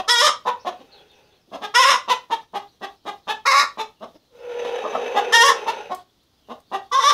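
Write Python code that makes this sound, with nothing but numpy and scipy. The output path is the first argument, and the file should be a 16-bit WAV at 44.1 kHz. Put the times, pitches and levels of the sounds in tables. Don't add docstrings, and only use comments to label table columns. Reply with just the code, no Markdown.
import sys
import numpy as np
from scipy import signal
from scipy.fft import rfft, irfft, next_fast_len
from scipy.io import wavfile
from scipy.ndimage import uniform_filter1d, minimum_filter1d, map_coordinates

SR = 44100
rng = np.random.default_rng(int(sys.argv[2]) if len(sys.argv) > 2 else 0)


def store_pcm(level_fs):
    pcm = np.round(np.clip(level_fs, -1, 1) * 32767).astype(np.int16)
    wavfile.write(sys.argv[1], SR, np.atleast_2d(pcm).T)


N = 314433
TOP_HZ = 15700
# centre in Hz, width in Hz, gain in dB.
BEAK_MODES = [(1880, 270, 0), (3856, 160, 2.5), (5153, 440, 4.5), (8300, 2000, -3.5), (9150, 1100, 4),
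              (11270, 790, 5)]


def cackles(break_s=.018, beak_s=.014, db_per_octave=31):
    # start and lengths of note, cry, screech and opening scoop in seconds; note pitch in Hz;
    # its arch and catch as shares of pitch; cry pitch in Hz; note level, note treble, cry level,
    # cry treble, cry swell, screech level and relative chest level in dB
    calls = [(0.074, 0.14, .052, .038, .017, 489.8, -.05, 0.00072, 602.8, -19.5, -14, -16, -17.5, -6, -14, -10, .05, 0.2),
             (1.737, 0.11, .057, .068, .012, 483.2, .1, .05, 554.4, -18, -13, -15, -19.5, 2.5, -17, -13, .1, 0.4),
             (3.45, .08, .063, 0.055, .021, 541.4, .04, .045, 563, -14, -16.5, -14, -20.5, 3, -18, -14.5, .12, .65),
             (5.318, .113, .056, .04, .014, 470, -.028, 0, 557.8, -20, -10, -17.5, -19.5, -2.5, -15, -7.5, 0.01, .12),
             (6.911, .123, .064, .034, .016, 511.2, .065, .145, 580.7, -18.5, -25.5, -14, -20, 4, -11.5, -17, .22, 0.17)]
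    # frequency in Hz, gain in dB.
    throats = [
        [(210, -88.5), (350, -62.5), (466, -8), (837, -26.5), (951, -11.5), (1100, -11), (1190, -5),
         (1660, -20.5), (1910, -12.5), (2620, -24.5), (3330, -9), (4500, -25.5), (5360, -17.5), (13700, -47.5),
         (15500, -52)],
        [(210, -74.5), (350, -42), (537, -23), (715, -24.5), (851, -25), (1060, -6), (1280, -13), (1760, -16.5),
         (1940, -10), (2390, -16), (3840, -15.5), (4500, -32.5), (5190, -18), (11300, -41.5), (15500, -51)],
        [(210, -95), (350, -51.5), (554, -29), (738, -29), (811, -27.5), (997, -20), (1100, -10.5), (1390, -13),
         (1530, -32.5), (1680, -16), (2310, -11), (3170, -36.5), (3660, -17.5), (6080, -25.5), (15500, -53)],
        [(210, -57.5), (350, -33.5), (451, -9), (554, -11), (692, -48), (892, -7), (1100, -2.5), (1410, -9),
         (1510, -21), (1850, -2.5), (2390, -27.5), (3280, -7), (4290, -27.5), (5190, -15.5), (15500, -46)],
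        [(210, -71), (350, -42), (488, -24.5), (837, -36.5), (906, -16), (981, -27.5), (1150, -2.5),
         (1260, -30.5), (2170, -25), (2620, -38), (3440, -18.5), (4430, -39), (5710, -27.5), (6790, -41.5),
         (15500, -61)],
    ]
    # frequency in Hz, gain in dB.
    puff_spectrum = [(50, -23.5), (150, -10), (250, 1.5), (380, 0.5), (700, -29), (2000, -70)]
    out = np.zeros(N)
    for row, throat in zip(calls, throats):
        (s, note_s, cry_s, screech_s, scoop_s, note_hz, arch, catch, cry_hz, note_db, note_treble_db,
         cry_db, cry_treble_db, swell_db, screech_db, chest_db, note_rough, cry_doubling) = row
        t = np.arange(int((note_s + cry_s + screech_s) * SR)) / SR
        broken, harsh = ramp(t, note_s, break_s), ramp(t, note_s + cry_s, break_s)

        def stages(note, cry, screech):
            return (1 - broken) * note + (broken - harsh) * cry + harsh * screech

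        onset, middle = bump(t, 0, scoop_s), bump(t / note_s, at=.62, width=.22)
        dip = catch * bump(t, at=note_s - .015, width=.015)
        crack = np.minimum(dip / .05, 1)
        bend = (1 - .15 * onset) * (1 + arch * middle) * (1 - dip)
        push = np.clip((t - note_s) / cry_s, 0, 1) - .5
        spent = np.clip((t - note_s - cry_s) / screech_s, 0, 1)
        pitch = stages(note_hz * bend,
                       cry_hz * (1 + .055 * push - .03 * (2 * push) ** 2),
                       cry_hz * (1 - .15 * np.sqrt(spent)))
        db = stages(note_db + db_per_octave * np.log2(bend) - 2.5 * onset - 2.5 * crack,
                    cry_db + swell_db * push,
                    screech_db - 4.5 * spent)
        treble_db = stages(note_treble_db - 5.5 * middle,
                           cry_treble_db + 5.5 * push,
                           cry_treble_db + 6 - 16 * spent)
        rough = stages(note_rough + .5 * onset + .25 * crack, .2, .98)
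        doubling = stages(.21 * cry_doubling, cry_doubling, .49)
        source = syrinx(pitch, rough, doubling, jitter=.09, flutter_rate=260, breath=.9, waver=.008)
        source = scattered(source, spread_s=.009)
        body, treble = split(peaks(coloured(source, throat), BEAK_MODES), hz=1400)
        chest, mouth = split(body, hz=680)
        chest = amp(chest_db - 3 * harsh) * steady(chest)
        puff = amp(-28) * rough * noise(len(t), puff_spectrum)
        opening = ramp(t, beak_s, 2 * beak_s)
        call = amp(db) * (steady(mouth) + chest + puff) + amp(treble_db) * opening * steady(treble)
        add(out, s, call * signal.windows.tukey(len(call), .07))
    return out


def clucks(start_hz=195, clearest_hz=445, rise_share=.5, sag=.12):
    # start and length in seconds, top pitch in Hz, level in dB, relative treble in dB.
    calls = [(-0.04, 0.056, 385.5, -20.5, -7.5), (0.45, 0.06, 495.8, -18.5, -12.5),
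             (0.645, 0.06, 347.6, -24.5, -10.5), (0.788, 0.043, 273.3, -51.5, -6),
             (1.472, 0.028, 357.5, -70.5, -3.5), (1.513, 0.064, 260, -33.5, -8.5),
             (1.608, 0.066, 412, -28.5, -4), (2.074, 0.07, 485, -20, -1), (2.297, 0.06, 460.6, -23.5, -5.5),
             (2.532, 0.06, 414.5, -25.5, -9.5), (2.808, 0.06, 407, -29.5, -6),
             (3.049, 0.065, 409.4, -28, -7), (3.268, 0.068, 429.2, -24.5, -1),
             (3.769, 0.066, 432.4, -25.5, -6), (4.005, 0.057, 241.2, -36, -12.5),
             (4.139, 0.035, 298.4, -61, -3), (4.642, 0.025, 288.7, -32.5, -7),
             (4.835, 0.039, 595, -24.5, -23.5), (4.928, 0.05, 656.3, -24, -15.5),
             (5.142, 0.068, 408.2, -18.5, -7.5), (5.657, 0.062, 459.4, -23, -5.5),
             (5.893, 0.055, 383.5, -26.5, -14.5), (6.482, 0.06, 248.2, -34.5, -13),
             (6.711, 0.068, 401.3, -23.5, -11)]
    # frequency in Hz, gain in dB.
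    throat = [(100, -29.5), (200, 0), (420, -0.5), (600, 3), (820, 0), (1150, 2), (1450, -12.5),
              (1900, -7.5), (2250, -15.5), (2800, -11), (3600, -10), (4700, -25), (6300, -24), (8000, -35),
              (11000, -39), (15500, -42.5)]
    out = np.zeros(N)
    for s, length, top_hz, db, treble_db in calls:
        progress = np.linspace(0, 1, int(length * SR))
        climb = np.sin(np.pi / 2 * np.minimum(progress / rise_share, 1)) ** 3
        pitch = start_hz + (top_hz - start_hz) * climb
        pitch *= 1 - sag * np.maximum(progress / rise_share - 1, 0) ** 3
        rough = .27 + .6 * abs(np.log2(top_hz / clearest_hz)) + .3 * (1 - progress) ** 3
        source = syrinx(pitch, rough, doubling=0, jitter=.1, flutter_rate=260, breath=1, waver=.022)
        source = scattered(source, spread_s=.007)
        mouth_mode = (max(2.03 * top_hz, 700), 260, 7)
        voiced = peaks(coloured(source, throat), list(BEAK_MODES) + [mouth_mode])
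        body, treble = split(voiced, hz=1490)
        chest, mouth = split(body, hz=520)
        opening = np.abs(np.sin(np.pi * progress ** 1.297))
        chest_db = .64 * (-43.5 - db)
        chest = amp(chest_db) * (.37 + .73 * opening ** 2) * steady(chest)
        mouth = amp(2.5) * (.17 + .82 * opening ** 2) * steady(mouth)
        treble = amp(treble_db + 1) * opening ** 1.61 * steady(treble)
        add(out, s, amp(db) * (chest + mouth + treble) * signal.windows.tukey(len(pitch), .08))
    return out


def moans(attack_s=.41, release_s=.16, tire_db_per_s=8.5):
    # start and length in seconds, pitch in Hz, tone level in dB, rasp level in dB.
    calls = [(0.301, 1.16, 468, -71, -54), (4.29, 1.65, 480, -26.5, -31.5)]
    # frequency in Hz, gain in dB.
    throat = [(200, -32.5), (400, -5), (520, -2.5), (950, -17.5), (1450, -24), (2000, -37.5), (3000, -38),
              (6000, -63)]
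    rasp_spectrum = [(120, -54), (200, -16.5), (293, -20), (422, 0), (497, -1.5), (690, -19.5),
                     (940, -20.5), (1110, -28), (1450, -16.5), (2060, -24.5), (2600, -18), (4330, -35.5),
                     (6240, -37), (7090, -45.5), (15500, -59)]
    # centre in Hz, width in Hz, gain in dB.
    windpipe_modes = [(790, 260, 11), (2580, 100, 6.5), (3770, 220, 9), (6136, 170, 15.5)]
    out = np.zeros(N)
    for s, length, top_hz, tone_db, rasp_db in calls:
        t = np.arange(int(length * SR)) / SR
        attack, release = np.minimum(t / attack_s, 1), np.minimum((length - t) / release_s, 1)
        falter = bump(t, at=.56, width=.07)
        effort_db = -7 * falter - tire_db_per_s * np.maximum(t - attack_s, 0)
        effort_db += 1.25 * wobble(len(t), rate=11)
        pitch = top_hz * (1 - .09 * falter - .18 * (t / length) ** 5)
        rough = .45 - .035 * effort_db
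        source = syrinx(pitch, rough, doubling=0, jitter=.09, flutter_rate=200, breath=.71, waver=.012)
        tone = unit(coloured(source, throat))
        air = coloured(rng.standard_normal(len(t)) * amp(2.2 * wobble(len(t), rate=160)), rasp_spectrum)
        low, high = split(peaks(air, list(windpipe_modes) + list(BEAK_MODES)[-3:]), hz=620)
        tone = amp(tone_db + effort_db) * attack ** 1.38 * release ** 2 * tone
        rasp = amp(rasp_db + .42 * effort_db) * attack ** 1.73 * release * unit(high + .44 * low)
        add(out, s, tone + rasp)
    return out


def syrinx(pitch, rough, doubling, jitter, flutter_rate, breath, waver):
    n = len(pitch)
    rough = np.clip(rough, 0, 1)
    drift = waver * wobble(n, rate=85) + jitter * rough * wobble(n, flutter_rate)
    phase = 2 * np.pi * np.cumsum(pitch * (1 + drift)) / SR
    harmonics = np.arange(1, int(TOP_HZ / np.median(pitch)) + 2)[:, None]
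    pulses = unit(np.sum(np.cos(harmonics * phase) * (harmonics * pitch < TOP_HZ), axis=0))
    pulses *= 1 + doubling * np.cos(phase / 2)
    pulses *= amp(3.1 * rough * wobble(n, flutter_rate))
    air = unit(rng.standard_normal(n) * (1.2 + np.cos(phase)))
    return unit(pulses + breath * rough * air)


def pecks(t60_s=.028):
    # start in seconds, level in dB.
    strikes = [(1.116, -59.5), (1.399, -70), (5.948, -35), (6.234, -59), (6.602, -53)]
    out, t = np.zeros(N), np.arange(SR // 10) / SR
    for s, db in strikes:
        tick = noise(len(t), [(300, -18.5), (2000, -7), (7000, -4), (15000, -8)])
        add(out, s, amp(db - 60 * t / t60_s) * tick)
    return out


def far_bird(chirp_s=.045, twitter_per_s=28, twitter_hz=3800, glide=.03):
    # start in seconds, first and last pitch in Hz, level in dB.
    chirps = [(0.582, 4370, 6130, -50.5), (0.907, 4710, 3530, -45.5), (0.954, 3940, 2900, -47.5),
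              (1.09, 3890, 3310, -51.5), (2.668, 4410, 4040, -54.5), (3.215, 4060, 3630, -57)]
    out, n = np.zeros(N), int(chirp_s * SR)
    count = int(twitter_per_s * N / SR)
    twitter = []
    for k, (late, high, loud) in enumerate(rng.standard_normal((count, 3))):
        s = np.clip((k + late) / twitter_per_s, 0, (N - n) / SR)
        hz = twitter_hz * np.exp(.17 * high)
        twitter.append((s, hz * (1 + glide), hz * (1 - glide), -63 + 2 * loud))
    for s, from_hz, to_hz, db in list(chirps) + twitter:
        hz = np.linspace(from_hz, to_hz, n) * (1 + .045 * wobble(n, rate=500))
        add(out, s, amp(db) * np.hanning(n) * np.sin(2 * np.pi * np.cumsum(hz) / SR))
    return out


def scattered(x, spread_s, count=9):
    bounces = np.zeros(SR // 20)
    lags = np.clip(rng.uniform(.0005, spread_s, count) * SR, 1, len(bounces) - 1).astype(int)
    bounces[lags] = rng.choice([-1, 1], count) / np.sqrt(count)
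    _, treble = split(signal.fftconvolve(x, bounces)[:len(x)], hz=1240)
    return x + treble


def coop(x):
    # frequency in Hz, time to decay by 60 dB in seconds.
    decay_times = [(200, 0.26), (1000, 0.23), (4000, 0.23), (8000, 0.2), (15000, 0.12)]
    out, hop = np.zeros(N), SR // 3
    samples = np.arange(N)
    for centre in range(0, N + hop, hop):
        hz, age, spectra = signal.stft(rng.standard_normal(SR // 2), SR, nperseg=256)
        decay = amp(-60 * age / along(decay_times, hz)[:, None])
        _, tail = signal.istft(spectra * decay, SR)
        near = np.abs(samples - centre) < hop
        piece = x[near] * np.cos(np.pi / 2 * (samples[near] - centre) / hop)
        add(out, max(centre - hop, 0) / SR, signal.fftconvolve(piece, tail / np.linalg.norm(tail)))
    return out


def far_wall(x, delay_s=.066, echo_db=-23):
    dull, _ = split(x, hz=2200)
    return amp(echo_db) * np.pad(dull, (int(delay_s * SR), 0))[:N]


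def yard(air_db=-61, rumble_db=-67):
    # frequency in Hz, gain in dB.
    air_spectrum = [(15, -45.5), (25, -18.5), (144, -4.5), (221, -4), (289, -2.5), (1270, -13.5),
                    (1530, -16.5), (2360, -18), (2770, -16), (3340, -10), (6210, -18), (7700, -26.5),
                    (15500, -25.5)]
    rumble = noise(N, [(20, -15), (60, -8.5), (120, -9.5), (300, -22), (1000, -73.5)])
    return amp(air_db + wobble(N, rate=24)) * noise(N, air_spectrum) + amp(rumble_db) * rumble


def amp(db):
    return 10 ** (np.asarray(db) / 20)


def unit(x):
    return x / np.sqrt(np.mean(x ** 2) + 1e-20)


def steady(x):
    return x / np.sqrt(np.abs(uniform_filter1d(x ** 2, size=900)) + 1e-12)


def along(points, hz):
    freqs, values = np.transpose(points)
    return np.interp(np.log(hz + 1), np.log(freqs + 1), values)


def wobble(size, rate):
    return map_coordinates(rng.standard_normal(int(size * rate / SR) + 4), [np.arange(size) * rate / SR])


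def ramp(t, at, width):
    return .5 + .5 * np.sin(np.pi * np.clip((t - at) / width, -.5, .5))


def bump(t, at, width):
    return np.exp(-((t - at) / width) ** 2)


def filtered(x, gain):
    size = next_fast_len(len(x) + 8192)
    return irfft(rfft(x, size) * gain(np.fft.rfftfreq(size, 1 / SR)), size)[:len(x)]


def coloured(x, spectrum):
    size = 2048
    cepstrum = irfft(np.log(amp(along(spectrum, np.fft.rfftfreq(size, 1 / SR)))))
    cepstrum[1:size // 2] *= 2
    cepstrum[size // 2:] = 0
    return signal.fftconvolve(x, irfft(np.exp(rfft(cepstrum))))[:len(x)]


def noise(size, spectrum):
    return unit(coloured(rng.standard_normal(size), spectrum))


def peaks(x, modes):
    return filtered(x, lambda f: amp(sum(db / (1 + (2 * (f - hz) / w) ** 2) for hz, w, db in modes)))


def split(x, hz):
    low = filtered(x, lambda f: 1 / (1 + (f / hz) ** 10))
    return low, x - low


def add(track, s, x):
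    start = round(s * SR)
    x = x[max(-start, 0):N - start]
    track[max(start, 0):][:len(x)] += x


def scene():
    hens = cackles() + clucks() + moans() + pecks()
    bird = far_bird()
    return (amp(-1) * hens + amp(-6) * coop(hens) + far_wall(hens) + .5 * bird + coop(bird) + yard())[None]


def record(dry, ceiling=.88, quiet_db=-55, duck_db=5):
    x = dry[0]
    power = np.abs(uniform_filter1d(x ** 2, size=1300))
    x = x * amp(-duck_db / (1 + (power / amp(quiet_db) ** 2) ** 2))
    allowed_gain = np.minimum(1, ceiling / (np.abs(x) + 1e-9))
    x = x * uniform_filter1d(minimum_filter1d(allowed_gain, size=241), size=241)
    return filtered(x, lambda hz: hz < TOP_HZ)[None]


dry = scene()
out = record(dry)
store_pcm(out)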